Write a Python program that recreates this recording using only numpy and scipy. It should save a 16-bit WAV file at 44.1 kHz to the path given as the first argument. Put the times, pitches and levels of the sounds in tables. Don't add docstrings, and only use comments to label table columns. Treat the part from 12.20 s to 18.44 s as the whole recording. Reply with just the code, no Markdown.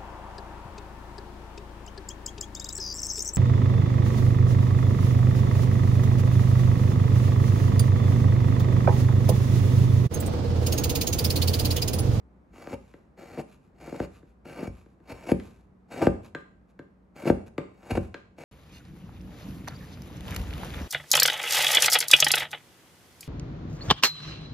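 import sys
import numpy as np
from scipy import signal
from scipy.fft import rfft, irfft, next_fast_len
from scipy.io import wavfile

SR = 44100
rng = np.random.default_rng(int(sys.argv[2]) if len(sys.argv) > 2 else 0)


def transcribe(signal):
    frames = np.atleast_2d(signal).T
    limited = np.clip(frames, -1, 1)
    pcm = np.round(limited * 32767).astype(np.int16)
    wavfile.write(sys.argv[1], SR, pcm)


N = 275184
TIME = np.arange(N) / SR

# time the edge is fully in (s), end (s), time to ease in (s), bite (dB),
# change of bite as the chip lifts (dB).
STROKES = [(0.353, 0.542, 0.056, -63, 5.5), (0.982, 1.213, 0.022, -62.5, 3),
           (1.628, 1.857, 0.084, -59.5, 2), (2.257, 2.474, 0.013, -59.5, 4),
           (2.911, 2.924, 0.099, -59.5, 7), (2.927, 3.117, .02, -64, 14), (3.721, 3.873, 0.034, -53.5, 4),
           (4.963, 5.106, 0.018, -58.5, 10), (5.713, 5.78, 0.19, -55, -0.5), (6.185, 6.4, 0.02, -60, 4)]
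ENTRY_DB, RELEASE_S = 29.5, 0.0099
LIFT_S, LEAN_S = 0.066, 0.036
CATCHES_PER_S, CATCH_DB, CATCH_SPREAD_DB = 22, 14, 5.5
# middle (s), level (dB), half-width (s), crackle relative to that level (dB).
TEARS = [(0.539, -31.5, 0.015, -18), (1.193, -31, 0.021, -12), (1.747, -35, 0.011, -18),
         (1.827, -37, 0.027, -32), (2.399, -37, 0.041, -10.5), (2.919, -48, 0.011, 2),
         (3.096, -27.5, 0.01, -7.5), (3.118, -31, 0.0026, 0), (3.791, -37, 0.05, -16),
         (3.825, -18.5, 0.014, -13.5), (3.858, -31.5, 0.024, -16), (5.078, -22.5, 0.015, -14),
         (5.712, -27, 0.0086, -3), (5.756, -23.5, 0.005, -10.5), (5.774, -19, 0.0025, -20)]
# time (s), peak of the jolt (dB), brightness (dB per octave).
SNAPS = [(0.471, -31, 6.5), (0.5066, -33, 0.5), (0.5283, -29, 4), (0.988, -39, 0), (1.173, -26.5, 2),
         (1.6745, -31, 2.5), (1.7236, -24.5, 1.5), (1.8, -17.5, 4), (2.261, -38, -1), (2.426, -22.5, -3),
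         (2.473, -27.5, 4), (3.0692, -33.5, 2), (3.116, -6.5, -0.5), (3.8165, -16.5, 4), (3.8679, -5, 3),
         (5.032, -30, -3), (5.052, -21, 1), (5.0752, -24.5, 6), (5.0984, -5.5, 2.5), (5.7141, -20, -2.5),
         (5.7747, -13.5, 2)]
# time (s), level (dB).
ROCKS = [(0.532, -45), (1.114, -49.5), (1.804, -38), (2.478, -36), (2.922, -43), (3.12, -33.5),
         (3.872, -28), (5.103, -31), (5.721, -28.5), (5.779, -30)]
# time (s), peak of the jolt (dB), brightness (dB per octave),
# ring of the spot they hit relative to that peak (dB).
CHIPS = [(0.739, -39.5, -1, -26), (2.029, -44, -4.5, -32), (2.6609, -47.5, -2.5, -27),
         (2.802, -50.5, -2.5, -31), (3.199, -45.5, 8.5, -37), (4.149, -28, 1, -10.5),
         (4.592, -33.5, -2, -20.5), (5.380, -19, -0.5, -35.5), (5.943, -33, 3.5, -11)]
# middle (s), level (dB), half-width (s).
BRUSHES = [(0.667, -73, 0.15), (1.32, -66.5, 0.064), (1.959, -66, 0.06), (2.575, -67.5, 0.075),
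           (3.252, -63, 0.09), (4.059, -60, 0.037), (4.501, -75, 0.025), (5.275, -60, 0.016),
           (5.837, -64.5, 0.061)]
SET_DOWN_S, SET_DOWN_DB = 0.13, -12.5

# frequency (Hz), relative spectral level (dB).
HISS_SPECTRUM = [(150, -25), (500, -2.5), (800, 15.5), (1100, 5.5), (1800, 5.5), (2500, 6.5), (3400, -12.5),
                 (4600, -14.5), (6000, -8.5), (7500, -7.5), (8500, -8.5), (10500, -13), (12500, -12),
                 (15500, -17.5)]
JUDDER_SPECTRUM = [(40, -26.5), (120, -2), (300, 2), (560, 0.5), (780, -3.5), (1100, -17.5), (2400, -14.5),
                   (3500, -27), (12000, -37)]
TEAR_SPECTRUM = [(40, -31.5), (120, 0.5), (300, 6), (600, 0.5), (1050, -14), (1500, -25.5), (3500, -44.5),
                 (16000, -56.5)]
CRACKLE_SPECTRUM = [(200, -24), (700, 16), (1100, -5.5), (1600, -1.5), (2500, 6.5), (3500, -14),
                    (7500, -18), (11000, -13.5), (16000, -41)]
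SNAP_SPECTRUM = [(30, -29), (90, -16), (200, 7.5), (350, 3.5), (560, -2), (750, -9.5), (1050, -26),
                 (1600, -24), (2500, -37.5), (3600, -50.5), (8000, -68.5), (16000, -74.5)]
CHIP_SPECTRUM = [(50, -10), (170, 2), (350, 8.5), (540, 3), (750, -8.5), (1200, -9), (1700, -15),
                 (2400, -13), (4200, -26.5), (8000, -48), (15000, -73)]
CLATTER_SPECTRUM = [(300, -11), (900, -14), (1400, 9), (1800, 18.5), (3000, -9), (4200, -3), (5400, -28),
                    (7500, -7), (9000, -25), (15000, -41)]
BRUSH_SPECTRUM = [(200, -14.5), (800, 11), (1600, 10.5), (2000, -1.5), (2450, 15), (3200, -2.5),
                  (3900, 5.5), (5500, -5.5), (7000, 3), (8700, -13), (11000, 4), (13000, -20), (15500, -27)]

# (dB, negative for a dip).
GOUGE_RESONANCES = [(1234, 7.1, 5.5), (1388, 39, 10), (1526, 24, 5.5), (2290, 45, 7), (2423, 20, -13.5),
                    (2805, 23, 10.5), (3790, 26, 12.5), (4370, 130, 13), (4730, 70, 11.5), (4980, 100, 5.5),
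                    (5460, 26, 13.5), (5390, 10, 12.5), (6590, 49, 13), (7140, 44, 7.5), (7780, 110, 6),
                    (10215, 110, 13.5), (11200, 50, 13.5)]
BENCH_RESONANCES = [(89, 8.4, 7.5), (234, 7.3, 5), (351, 36, 2.5), (565.6, 99, 2), (616, 12, -1.5),
                    (791, 14, 5), (921.4, 20, 5.5), (1050, 16, 6.5), (1196, 12, 9.5), (1561, 16, 7.5),
                    (2690, 14, 6)]
# frequency (Hz), relative level (dB), time to fall by 60 dB (s).
ROCKING_MODES = [(62.5, -3, 0.35), (87.3, 1.5, 0.076), (112.8, -1.5, 0.16), (145, -15.5, 0.12)]
CHIP_MODES = [(1200, -11.5, 0.13), (1438, -23, 0.049), (1574, -3.5, 0.09), (1619, 5, 0.087),
              (1750, -3, 0.039), (1820, -39, 0.018), (2440, -25, 0.036), (3040, -7, 0.02),
              (4010, -12, 0.034), (6885, -19, .05)]

# frequency (Hz), time to fall by 60 dB (s).
ROOM_DECAY = [(60, 1), (250, 0.31), (600, 0.45), (1600, 0.43), (4000, 0.45), (8000, 0.55), (16000, 0.093)]
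NEAR_DECAY = [(100, 0.35), (1000, 0.022), (8000, 0.062)]
# frequency (Hz), gain (dB).
ECHO_SIDE = [(100, -20.5), (500, 0.5), (1500, 0.5), (5000, -1.0)]
AIR_SIDE = [(60, -16.5), (300, -6.0), (1500, 1), (8000, -6)]
# frequency (Hz), lead of the left port (radians).
PORT_PHASE = [(0, 0), (2330, -0.0), (2580, -0.6), (3190, -0.4), (4740, -1.0), (5430, -0.2), (6460, -0.3),
              (7580, 0.4), (8180, 1.0), (9040, 3.1), (9650, 3.1), (11100, 5.6), (12700, 6.7), (13800, 9.4),
              (14900, 9.4), (15500, 10.7)]
# frequency (Hz), relative lean (scaled to dB in use).
PORT_LEAN = [(100, 2.0), (500, 5.0), (2500, 3.1), (4500, -7.0), (9000, -1.1)]
# frequency (Hz), relative spectral level (dB).
AIR_SPECTRUM = [(20, -16), (40, -5.5), (62, -3.5), (95, -12.5), (190, -11), (300, -15.5), (670, -25),
                (1100, -30), (2300, -42.5), (3000, -50.5), (10000, -61.5), (15000, -69.5)]
AIR_DB, AIR_FADE_DB_PER_S = -57.5, 0.42
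# (dB per s, negative for a rise).
HUM = [(59.2, -58.5, 3), (186, -67.5, -1), (227, -73.5, 0.2)]


def scraping(hiss_db=4.0, judder_db=10, grain_db=1.5, grain_hz=70):
    fine = slips(1500, 1.9, HISS_SPECTRUM, 0.003044)
    coarse = slips(350, 2.1, JUDDER_SPECTRUM, 0.0038)
    force = bite()
    out = amp(judder_db) * force * coarse
    stroke_ends = [row[1] + RELEASE_S for row in STROKES]
    stroke = np.searchsorted(stroke_ends, TIME)
    for k in np.unique(stroke):
        now = stroke == k
        hiss = signal.fftconvolve(force[now] * fine[now], spot())
        add(out, TIME[now][0], amp(hiss_db) * hiss)
    return out * amp(grain_db * drift(grain_hz))


def bite():
    out = np.zeros(N)
    for start, end, ease_s, db, lift_db in STROKES:
        entry_db = ENTRY_DB * np.minimum(TIME - start, 0) / ease_s
        lifting = np.clip((TIME - end + LIFT_S) / LEAN_S, 0, 1)
        release = np.clip(1 - (TIME - end) / RELEASE_S, 0, 1)
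        out = np.maximum(out, release * amp(db + entry_db + lift_db * lifting))
    return out


def spot(ring_s=0.0026, ring_db=-7):
    t = np.arange(SR // 30) / SR
    ring = rng.standard_normal(len(t)) * np.exp(-t / ring_s)
    response = (t == 0) + amp(ring_db) * ring / np.linalg.norm(ring)
    return response / np.linalg.norm(response)


def catching(tilt_db=3):
    caught = rng.random(N) < CATCHES_PER_S / SR
    clicks = caught * amp(CATCH_DB + CATCH_SPREAD_DB * rng.standard_normal(N))
    return signal.oaconvolve(clicks * bite(), chirp(SNAP_SPECTRUM, 0.00381, tilt_db))[:N]


def tearing(tear_db=-1, crackle_db=-2):
    dull = swells([(s, db + tear_db, length) for s, db, length, sharp_db in TEARS])
    sharp = swells([(s, db + sharp_db + crackle_db, length) for s, db, length, sharp_db in TEARS])
    fibres = dull * slips(1300, 0.93, TEAR_SPECTRUM, 0.003836)
    splinters = sharp * slips(1800, 1.3, CRACKLE_SPECTRUM, 0.003)
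    return fibres + splinters


def snapping():
    out = np.zeros(N)
    for s, db, tilt_db in SNAPS:
        add(out, s, amp(db) * chirp(SNAP_SPECTRUM, 0.0039, tilt_db))
    for s, db in ROCKS:
        add(out, s, amp(db) * ringing(ROCKING_MODES))
    return out


def landing(lag=0.003824, bounce_s=0.0069, bounce_db=-9, clatter_db=-14, clatter_s=0.0035):
    out, rocking = np.zeros((2, N))
    t = np.arange(SR // 10) / SR
    for s, db, tilt_db, ring_db in CHIPS:
        add(out, s, amp(db) * chirp(CHIP_SPECTRUM, lag, tilt_db))
        add(out, s + bounce_s, amp(db + bounce_db) * chirp(CHIP_SPECTRUM, lag, tilt_db - 2))
        add(out, s, amp(db + ring_db) * ringing(CHIP_MODES))
        add(rocking, s, amp(db + clatter_db + 2 * tilt_db) * np.exp(-t / clatter_s))
    return out + rocking * slips(2400, 0.72, CLATTER_SPECTRUM, 0.00197)


def brushing(brush_db=2):
    set_down = [(s + SET_DOWN_S, db + SET_DOWN_DB, length) for s, db, length in BRUSHES]
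    motion = swells(BRUSHES) + swells(set_down)
    return amp(brush_db) * motion * slips(1100, 1.84, BRUSH_SPECTRUM, 0.0011)


def slips(per_s, spread_db, spectrum, lag):
    size = amp(spread_db * np.minimum(rng.exponential(1, N), 3)) * rng.choice([-1, 1], N)
    clicks = size * (rng.random(N) < per_s / SR)
    return unit(signal.oaconvolve(clicks, chirp(spectrum, lag))[:N])


def chirp(spectrum, lag, tilt_db=0, size=4096):
    hz = np.fft.rfftfreq(size, 1 / SR)
    delay = lag * np.sqrt(1000 / (hz + 20))
    phase = 2 * np.pi * np.cumsum(delay - delay[-1]) * SR / size
    brightness_db = tilt_db * np.log2(np.clip(hz, 200, 6000))
    gain = amp(read(spectrum, hz) + brightness_db) * (hz > 0)
    wave = irfft(gain * np.exp(-1j * phase))[:size // 2]
    return wave / abs(wave).max()


def ringing(modes):
    t = np.arange(SR // 2) / SR
    return sum(amp(db - 60 * t / t60) * np.sin(2 * np.pi * hz * t) for hz, db, t60 in modes)


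def resonate(x, modes):
    size = next_fast_len(N + SR, True)
    hz = np.fft.rfftfreq(size, 1 / SR)
    lift = 1 + sum((amp(db) - 1) / (1 + 2j * (hz - centre) / width) for centre, width, db in modes)
    return irfft(rfft(x, size) * lift, size)[:N]


def ports(x, lean_scale=0.2247):
    hz = np.fft.rfftfreq(N, 1 / SR)
    lean_db = lean_scale * read(PORT_LEAN, hz)
    gap = np.exp(-1j * read(PORT_PHASE, hz))
    return irfft(rfft(x) * np.array([amp(lean_db), amp(-lean_db) * gap]), N)


def reflections(x, t60s, start):
    t = np.arange(SR) / SR
    taps = rng.choice([-1., 1.], (2, SR)) * (rng.random((2, SR)) < 1 / 10) * (t > start)
    hz, t, (mid, side) = signal.stft(taps, SR, nperseg=256)
    side = side * amp(read(ECHO_SIDE, hz))[:, None]
    decay = amp(-60 * t / read(t60s, hz)[:, None])
    tail = signal.istft(np.array([mid + side, mid - side]) * decay, SR, nperseg=256)[1]
    return signal.fftconvolve(x[None], tail / np.linalg.norm(tail[0]), axes=1)[:, :N]


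def workshop(hum_db=-1, waver=0.36):
    hz = np.fft.rfftfreq(N, 1 / SR)
    mid, side = rfft(rng.standard_normal((2, N))) * amp(read(AIR_SPECTRUM, hz))
    side = side * amp(read(AIR_SIDE, hz))
    noise = unit(irfft(np.array([mid + side, mid - side]), N))
    out = amp(AIR_DB - AIR_FADE_DB_PER_S * TIME) * noise
    for line_hz, db, fade in HUM:
        tone = np.sin(2 * np.pi * (line_hz * TIME + rng.random()))
        out = out + amp(db + hum_db - fade * TIME) * unit((1 + waver * drift(20)) * tone)
    return out


def swells(rows):
    out = np.zeros(N)
    for s, db, length in rows:
        near = abs(TIME - s) < 3 * length
        out[near] += amp(db) * np.exp(-2 * ((TIME[near] - s) / length) ** 2)
    return out


def drift(top_hz):
    spectrum = rfft(rng.standard_normal(N))
    return unit(irfft(spectrum * (np.fft.rfftfreq(N, 1 / SR) < top_hz), N))


def add(mix, s, sound):
    part = mix[max(round(s * SR), 0):][:len(sound)]
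    part += sound[:len(part)]


def read(points, hz):
    f, value = np.transpose(points)
    return np.interp(np.log(hz + 1), np.log(f + 1), value)


def unit(x):
    return x / np.sqrt(np.mean(x ** 2) + 1e-20)


def amp(db):
    return 10 ** (np.asarray(db) / 20)


def scene(near_db=-13, room_db=-12, chip_room_db=-7):
    edge = resonate(scraping() + tearing(), GOUGE_RESONANCES)
    cuts = resonate(edge + brushing() + catching() + snapping(), BENCH_RESONANCES)
    chips = resonate(landing(), BENCH_RESONANCES)
    near = reflections(cuts + chips, NEAR_DECAY, 0.0042)
    far = reflections(amp(room_db) * cuts + amp(chip_room_db) * chips, ROOM_DECAY, 0.0037)
    return ports(cuts + chips) + amp(near_db) * near + far + workshop()


def record(dry, low_hz=48, edge_hz=15850):
    bass_cut = signal.butter(5, low_hz, "highpass", fs=SR, output="sos")
    lean = signal.sosfilt(bass_cut, dry)
    treble_cut = signal.firwin(511, edge_hz, window=("kaiser", 9), fs=SR)
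    return signal.oaconvolve(lean, treble_cut[None], "same")


dry = scene()
out = record(dry)
transcribe(out)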